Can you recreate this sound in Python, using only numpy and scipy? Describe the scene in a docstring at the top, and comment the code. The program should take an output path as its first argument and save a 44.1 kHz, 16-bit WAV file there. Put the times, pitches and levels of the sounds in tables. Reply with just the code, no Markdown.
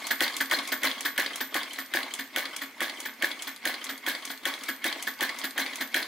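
"""A small flame-licker engine on a workshop bench mat, close to the microphone, over a faint hush of the room.
The piston rub comes first, as gritty noise following the crank; ticks, squeaks, the valve lift and a knock join it.
Then the valve claps shut, the cylinder gulps air, the valve rebounds and the rocker beam taps, once each turn.
Contacts are noise bursts, bodies are decaying tones; the frame and bench ring and a cluttered shop answers.
The engine slows down over the first half, then picks up again."""
import sys
import numpy as np
from scipy import signal
from scipy.fft import rfft, irfft, next_fast_len
from scipy.io import wavfile
from scipy.ndimage import uniform_filter1d, map_coordinates

SR = 44100
rng = np.random.default_rng(int(sys.argv[2]) if len(sys.argv) > 2 else 0)


def generate_wav(sig):
    """Save sig (samples, or channels by samples) to the path in sys.argv[1] as 16-bit PCM at SR."""
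    pcm = np.round(np.clip(np.atleast_2d(sig).T, -1, 1) * 32767).astype(np.int16)
    wavfile.write(sys.argv[1], SR, pcm)


N = 267684

# Levels are those at the source, ahead of the frame, the shop and the final tone curve.
# noise of the room: pitch_hz, relative_db (per Hz)
ROOM_COLOUR = [(25, -35), (90, -12), (179, -9.5), (255, -10.5), (1090, -20), (2090, -3.5), (3300, -18),
               (15800, -67)]
# piston rub over one turn from the clap: angle_turns, low_db (under 5 kHz), high_db (over 5 kHz)
RUB_STROKE = [(.01, 5.5, 1), (0.03, 14.5, 12.5), (.12, 8.5, 1), (.27, 4, -3.5), (.46, 3, -1),
              (.62, 2, -4.5), (.8, -12, -10), (.91, -2.5, -8), (1, 9.5, -7)]
# colour of the piston rub: pitch_hz, relative_db (per Hz)
RUB_COLOUR = [(88, -45), (150, -15.5), (259, -11.5), (647, -5), (1140, 0), (1780, -7.5), (2170, 3.5),
              (2480, -5.5), (3070, -10), (4200, -10), (6570, -19.5), (15800, -25)]
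# small ticks of play in the linkage: angle_turns, low_db (under 5 kHz), high_db (over 5 kHz)
PLAY_TICKS = [(.295, -50, -43), (.34, -33, -42), (.45, -33.5, -58), (.555, -31, -32.5), (.75, -41, -37.5),
              (.935, -36.5, -44.5)]
# colour of the rocker beam, the ticks and the first touch: pitch_hz, relative_db (per Hz)
ROCKER_COLOUR = [(1180, -15), (2000, -0.5), (2550, -7.5), (4670, 0.5), (5650, -11.5), (11200, -6.5),
                 (15800, -71)]
# gliding squeaks: start_s, level_db, pitch_hz (middle of the glide)
SQUEAKS = [(0.0486, -33.5, 4370), (0.234, -26.5, 4320), (0.3366, -37, 4080), (0.541, -22.5, 4250),
           (0.6499, -41, 3390), (0.866, -27, 4170), (0.9787, -37, 3330), (1.3327, -35, 3210),
           (1.704, -36, 3120), (2.1055, -40, 3140), (2.53, -39, 3150), (2.97, -41, 3150),
           (3.391, -39.5, 3150), (3.812, -38.5, 3150), (4.2233, -41, 3150), (4.8794, -34, 3800),
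           (4.996, -40, 3160), (5.6177, -35, 4100), (5.7292, -39, 3330)]
# valve lifts: start_s, level_db
VALVE_LIFTS = [(0.0685, -27), (0.3663, -25.5), (0.6747, -29.5), (1.007, -27), (1.358, -28), (1.732, -34),
               (2.1378, -27), (2.5633, -28), (3.0022, -29.5), (3.4216, -29), (3.8418, -30), (4.2518, -29.5),
               (4.6352, -33.5), (5.025, -27.5), (5.3873, -29), (5.7564, -29.5)]
# colour of the lift: pitch_hz, relative_db (per Hz)
LIFT_COLOUR = [(880, -26), (1500, -17.5), (2180, 1.5), (3330, 0.5), (4180, -5), (6200, -2.5), (10900, -4.5),
               (15800, -16.5)]
# rod knocks at the reversal: start_s (first touch), level_db
ROD_KNOCKS = [(0.1057, -12.5), (0.4038, -13.5), (0.7188, -14.5), (1.05, -14), (1.4049, -17),
              (1.7833, -21.5), (2.189, -21), (2.614, -22), (3.052, -22.5), (3.4709, -21.5), (3.8908, -20.5),
              (4.2982, -23), (4.6829, -18.5), (5.0695, -18.5), (5.437, -17.5), (5.806, -17)]
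# colour of the knock: pitch_hz, relative_db (per Hz)
KNOCK_COLOUR = [(120, -19), (200, -12.5), (1120, -4.5), (1790, 4.5), (2680, -8.5), (3340, -7.5),
                (5370, -12), (13400, -16.5), (15000, -2.5), (15800, -58.5)]
# pushes on the bench near each end of the stroke: angle_turns, level_db
BENCH_PUSHES = [(.015, -39), (.505, -36)]
# modes of the bench top: pitch_hz (settled), relative_db, t60_s
BENCH_MODES = [(230.3, -12, .5), (263.6, -3, .24)]
# modes of the steel pin rung by the knock: pitch_hz, relative_db, t60_s
PIN_MODES = [(14210, -8, .3), (14850, -5, .05), (15400, -6, .04)]
# modes of the rod and cylinder mount: pitch_hz, relative_db, t60_s
MOUNT_MODES = [(1421, -14, .09), (1529, -14, 0.11), (1665, -9, 0.084), (1802, -9.5, .08),
               (1889, -11.5, 0.073)]
# valve claps shut: start_s, level_db
VALVE_CLAPS = [(0.206, -13), (0.5116, -15), (0.8331, -14.5), (1.1781, -14.5), (1.543, -17.5), (1.9377, -16),
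               (2.3613, -17), (2.8052, -19), (3.2234, -16.5), (3.6531, -15.5), (4.0642, -19),
               (4.4539, -16.5), (4.8424, -16), (5.2078, -16), (5.5784, -16.5), (5.9433, -14.5)]
# colour of the clap: pitch_hz, relative_db (per Hz)
CLAP_COLOUR = [(500, -39), (1100, -13), (1500, 3.5), (1920, 8.5), (3380, -3), (5200, -11.5), (13200, -13),
               (15800, -15.5)]
# modes of the valve plate and its arm: pitch_hz, relative_db, t60_s
PLATE_MODES = [(1500, -16, 0.12), (1653, -11, 0.06), (1825, -8, 0.075), (2190, -7, 0.018),
               (3262, 2.5, 0.01)]
# the cylinder gulps air: angle_turns, level_db
AIR_GULP = (.021, -24.5)
# modes of the air in port and cylinder: pitch_hz, relative_db, t60_s
PORT_MODES = [(349, -7.5, 0.064), (559, -2, 0.032), (740, -1.5, 0.021)]
# valve falls back: angle_turns, low_db (under 5 kHz), high_db (over 5 kHz)
VALVE_REBOUND = (0.0396, -16.5, -26)
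# colour of the rebound: pitch_hz, relative_db (per Hz)
REBOUND_COLOUR = [(120, -19), (200, -23.5), (610, -6), (1340, -14), (1670, 4.5), (2630, -10), (4080, -6.5),
                  (7330, -19), (13200, -8), (15800, -12)]
# rocker beam takes up its play: angle_turns, low_db (under 5 kHz), high_db (over 5 kHz)
ROCKER_TAP = (.1835, -22, -32)
# resonances of frame and bench: pitch_hz, width_hz, relative_db
FRAME_MODES = [(270, 35.4, 6.5), (563, 10, -12), (1114, 16, -3), (1675, 62, -9), (1970, 560, -15.5),
               (3307, 340, -2), (4120, 83, -5.5)]
# decay of the workshop's echo: pitch_hz, t60_s
SHOP_DECAY = [(200, 0.48), (2500, 0.27), (15000, 0.2)]
# stereo width, gain on the side signal: pitch_hz, side_db
SIDE_GAIN = [(60, -14), (150, -42), (380, -24), (950, -11.5), (2380, -7.5), (5980, -2.5), (15000, -1)]

SPLIT_HZ, TOP_HZ = 5000, 16990  # between lower and upper part; band limit
LIFT_TREBLE_DB, KNOCK_TREBLE_DB, CLAP_TREBLE_DB = -2.5, -12, -8.5  # over 5 kHz, against level_db
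CRUISE_TURNS_PER_S = 2.7
CONTACT_GROWS, RUB_GROWS = 1.33, 1.5  # dB of sound per dB of speed
RUB_DB = -45  # at cruising speed, before the stroke's own dB
SCATTER_DB, PLAY_SCATTER_DB = 1.2, 3.5  # turn-to-turn chance
KNOCK_LAG_S = .003  # from the first touch to the blow
TIME = np.arange(N) / SR


def amp(db):
    """dB to gain."""
    return 10 ** (np.asarray(db) / 20)


def along(points, hz):
    """Read a curve of (pitch_hz, value) points on a log axis."""
    point_hz, value = np.transpose(points)
    return np.interp(np.log(hz + 1), np.log(point_hz + 1), value)


def filtered(x, response):
    """Multiply the spectrum of x by a response of frequency."""
    size = next_fast_len(N + SR // 2)
    hz = np.fft.rfftfreq(size, 1 / SR)
    return irfft(rfft(x, size) * response(hz), size)[..., :N]


def coloured(x, colour):
    """One row takes the colour whole; two rows take its lower and upper part; white noise keeps rms 1."""
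    def response(hz):
        gain = amp(along(colour, hz))[None]
        if len(x) == 2:
            upper = 1 / (1 + (SPLIT_HZ / (hz + 1)) ** 8)
            gain = gain * np.sqrt([1 - upper, upper])
        return gain / np.sqrt(np.mean(gain ** 2, axis=1, keepdims=True))
    return filtered(x, response).sum(axis=0)


def grit(rate, spread_db):
    """Many small contacts: noise of rms 1, its level redrawn rate times a second and joined smoothly."""
    knots = rng.standard_normal(int(N * rate / SR) + 4)
    level_db = spread_db * map_coordinates(knots, [TIME * rate])
    x = rng.standard_normal(N) * amp(level_db)
    return x / x.std()


def patchy(x, depth_db):
    """Wandering colour of a rub: random gain in patches a few hundred Hz wide and some 20 ms long."""
    z = signal.stft(x, nperseg=256)[2]
    field = uniform_filter1d(rng.standard_normal(z.shape), size=3, axis=0)
    field = uniform_filter1d(field, size=6, axis=1)
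    return signal.istft(z * amp(depth_db * field / field.std()), nperseg=256)[1][:N]


def crank():
    """Times of each half turn: the clap marks angle 0, the knock half a turn later."""
    clap, knock = np.transpose(VALVE_CLAPS)[0], np.transpose(ROD_KNOCKS)[0]
    before = knock[0] - (knock[1] - clap[0])
    after = clap[-1] + knock[-1] - clap[-2]
    return np.r_[before, np.sort(np.r_[clap, knock]), after]


def speed_db(s):
    """Shaft speed over the cruising speed in dB, from the time each full turn takes."""
    marks = crank()
    turns_per_s = 1 / (marks[2:] - marks[:-2])
    return np.interp(s, marks[1:-1], 20 * np.log10(turns_per_s / CRUISE_TURNS_PER_S))


def each_turn(angle, *levels_db, scatter_db=SCATTER_DB):
    """One contact a turn at a crank angle, louder at speed: rows of start_s and levels."""
    marks = crank()
    half_turns = 2 * (np.arange(len(marks) // 2) + angle)
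    s = np.interp(half_turns, np.arange(len(marks)), marks, right=-1)
    change_db = CONTACT_GROWS * speed_db(s) + scatter_db * rng.standard_normal(len(s))
    return np.c_[s, change_db[:, None] + levels_db][s >= 0]


def banded(table, treble_db):
    """Rows of start_s, low_db, high_db from rows of start_s, level_db."""
    return [(s, db, db + treble_db) for s, db in table]


def contacts(table, colour, gain_db, rise, t60, tail_db, tail_t60):
    """A quick rise, a short crack and a gritty chatter of noise; pairs are (lower, upper) part, times in s."""
    def column(pair):
        return np.reshape(pair, (-1, 1))
    crack, chatter = np.zeros((2, N + SR)), np.zeros((2, N + SR))
    t = np.arange(SR // 3) / SR
    for s, *db in table:
        at = round(s * SR)
        start = amp(column(db) + column(gain_db)) * (1 - np.exp(-t / column(rise)))
        crack[:, at:at + len(t)] += start * amp(-60 * t / column(t60))
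        chatter[:, at:at + len(t)] += start * amp(column(tail_db) - 60 * t / column(tail_t60))
    smooth = rng.standard_normal((2, N))
    rough = [grit(rate=500, spread_db=5.0) for _ in range(2)]  # separate little impacts
    return coloured(crack[:, :N] * smooth + chatter[:, :N] * rough, colour)


def ringing(table, modes, column, delay, rise, bend=0):
    """Every blow rings decaying modes at new strengths; a mount stiffening under load starts sharp by bend."""
    out, t = np.zeros(N + SR), np.arange(SR // 3) / SR
    chance_db = 2 * rng.standard_normal((len(table), len(modes)))
    bent_time = np.cumsum(1 + bend * np.exp(-t / 0.0491)) / SR
    for row, scatter_db in zip(table, chance_db):
        ring = np.zeros(len(t))
        for (hz, db, t60), extra_db in zip(modes, scatter_db):
            ring += amp(db + extra_db - 60 * t / t60) * np.sin(2 * np.pi * hz * bent_time)
        at = round((row[0] + delay) * SR)
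        out[at:at + len(t)] += amp(row[column]) * ring * (1 - np.exp(-t / rise))
    return out[:N]


def room_hush():
    """Faint steady coloured noise of the room, unrelated in mid and side."""
    return amp(-52.5) * np.array([coloured(rng.standard_normal((1, N)), ROOM_COLOUR) for _ in range(2)])


def piston_rub():
    """Sliding friction: gritty noise that follows the crank angle and grows with speed."""
    marks = crank()
    angle = np.interp(TIME, marks, np.arange(len(marks)) / 2) % 1
    stroke_angle, low_db, high_db = np.transpose(RUB_STROKE)
    effort_db = RUB_DB + RUB_GROWS * speed_db(TIME)
    low = amp(effort_db + np.interp(angle, stroke_angle, low_db)) * grit(rate=120, spread_db=2.0)
    high = amp(effort_db + np.interp(angle, stroke_angle, high_db)) * grit(rate=300, spread_db=1.5)
    return patchy(coloured(np.array([low, high]), RUB_COLOUR), depth_db=3)


def play_ticks():
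    """The linkage takes up its play in small ticks of noise at set crank angles."""
    ticks = np.vstack([each_turn(*row, scatter_db=PLAY_SCATTER_DB) for row in PLAY_TICKS])
    return contacts(ticks, ROCKER_COLOUR, gain_db=(-3, 1.5), rise=(.0006, .0003), t60=(.03, .015),
                    tail_db=(-16, -16), tail_t60=(.1, .1))


def squeaks(length, glide, rough):
    """Rough little whistling tones that slide upward, rising fast and fading slower."""
    out, u = np.zeros(N + SR), np.arange(round(length * SR)) / (length * SR)
    flutter = uniform_filter1d(rng.standard_normal(N + SR), size=50) * np.sqrt(50)
    for s, db, hz in SQUEAKS:
        tone = np.sin(2 * np.pi * np.cumsum(hz * (1 + glide * (u - .5))) / SR)
        at = round(s * SR)
        out[at:at + len(u)] += amp(db) * np.sin(np.pi * np.sqrt(u)) * tone
    return (out * (1 + rough * flutter))[:N]


def valve_lift():
    """The valve lifts off with a light, bright burst of contact noise."""
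    return contacts(banded(VALVE_LIFTS, LIFT_TREBLE_DB), LIFT_COLOUR, gain_db=(-1.5, 6), rise=(.0006, .0003),
                    t60=(.03, .03), tail_db=(-14, -11), tail_t60=(.1, .12))


def rod_knock():
    """The rod knocks at the reversal: a light first touch, then the blow."""
    touches = banded(ROD_KNOCKS, KNOCK_TREBLE_DB)
    touch = contacts(touches, ROCKER_COLOUR, gain_db=(-8, -8), rise=(.0004, .0004), t60=(.03, .02),
                     tail_db=(-20, -20), tail_t60=(.1, .1))
    blow = contacts(np.add(touches, [KNOCK_LAG_S, 0, 0]), KNOCK_COLOUR, gain_db=(-6, 3), rise=(.0012, .0018),
                    t60=(.08, .06), tail_db=(-9, -9), tail_t60=(.25, .2))
    return touch + blow


def bench_push():
    """The stroke's ends push the bench top, whose low modes start sharp and settle."""
    pushes = np.vstack([each_turn(*row) for row in BENCH_PUSHES])
    return ringing(pushes, BENCH_MODES, column=1, delay=0, rise=0.013, bend=0.04)


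def steel_pin():
    """The treble of the knock rings very high modes of a steel pin."""
    return ringing(banded(ROD_KNOCKS, KNOCK_TREBLE_DB), PIN_MODES, column=2, delay=.004, rise=0.00048)


def rod_and_mount():
    """The knock rings the rod and the cylinder mount."""
    return amp(-4.5) * ringing(ROD_KNOCKS, MOUNT_MODES, column=1, delay=.004, rise=0.0016)


def valve_clap():
    """The valve claps shut: a hard crack with a gritty chatter after it."""
    return contacts(banded(VALVE_CLAPS, CLAP_TREBLE_DB), CLAP_COLOUR, gain_db=(-6, 4), rise=(.0004, .0003),
                    t60=(.04, .02), tail_db=(-9, -10), tail_t60=(.2, .12))


def valve_plate():
    """The clap rings the valve plate and its arm."""
    return amp(-0.5) * ringing(VALVE_CLAPS, PLATE_MODES, column=1, delay=.0003, rise=0.00042)


def air_gulp():
    """A low pop of air per turn in port and cylinder, turned over so it starts with an inward pull."""
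    return -ringing(each_turn(*AIR_GULP), PORT_MODES, column=1, delay=.0011, rise=0.00029)


def valve_rebound():
    """The valve falls back shortly after the clap with a softer-edged contact."""
    return contacts(each_turn(*VALVE_REBOUND), REBOUND_COLOUR, gain_db=(-6, 3), rise=(.0011, .0006),
                    t60=(.03, .03), tail_db=(-5, -6), tail_t60=(.25, .2))


def rocker_tap():
    """The rocker beam takes up its play in one short contact a turn."""
    return contacts(each_turn(*ROCKER_TAP), ROCKER_COLOUR, gain_db=(-1, 1.5), rise=(.0006, .0004),
                    t60=(.03, .02), tail_db=(-14, -14), tail_t60=(.1, .1))


def frame(x, ring_db):
    """The frame and bench lift what lies on their modes: resonances added to the direct sound."""
    def response(hz):
        total = 0.7
        for mode_hz, width_hz, db in FRAME_MODES:
            damping = 1j * hz * width_hz
            total = total + amp(db + ring_db) * damping / (mode_hz ** 2 - hz ** 2 + damping)
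        return total
    return filtered(x, response)


def shop(x):
    """Workshop echo: two unrelated noise tails, each frequency dying at its own speed."""
    hz, t, z = signal.stft(rng.standard_normal((2, SR // 2)), SR, nperseg=128)
    decay = amp(-60 * t / along(SHOP_DECAY, hz)[:, None])
    tail = signal.istft(z * decay, SR, nperseg=128)[1]
    return signal.fftconvolve(x[None], tail / np.linalg.norm(tail[0]), axes=1)[:, :N]


def scattered(x):
    """The same sound with unrelated phases, as near clutter sends it to the two channels."""
    z = signal.stft(x, nperseg=128)[2]
    phase = 2 * np.pi * rng.random(z.shape)
    return signal.istft(z * np.exp(1j * phase), nperseg=128)[1][:N]


def scene():
    """Engine in the middle; echoes and near scatter widen the treble."""
    hush_mid, hush_side = room_hush()
    clicks = play_ticks() + valve_lift() + rod_knock() + valve_clap() + valve_rebound() + rocker_tap()
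    engine = frame(piston_rub() + clicks, ring_db=0.5)
    engine = engine + squeaks(length=0.0227, glide=0.072, rough=0.56)  # length in s, glide as a share
    engine = engine + bench_push() + steel_pin() + rod_and_mount() + valve_plate() + air_gulp()
    echo_mid, echo_side = shop(engine)
    mid = engine + amp(-9.5) * echo_mid + hush_mid
    around = amp(-0.5) * scattered(engine) + amp(-6) * echo_side + hush_side
    side = filtered(around, lambda hz: amp(along(SIDE_GAIN, hz)))
    return np.array([mid + side, mid - side])


def record(dry):
    """The bass is thinned and the sound ends near 16 kHz; nothing stays above the band limit."""
    curve = [(30, -25), (70, -18.5), (190, -8.5), (225, 0),
             (15700, -2.5), (16100, -26), (16900, -34)]  # pitch_hz, gain_db
    return filtered(dry, lambda hz: amp(along(curve, hz)) * (hz < TOP_HZ))


dry = scene()
out = record(dry)
generate_wav(out)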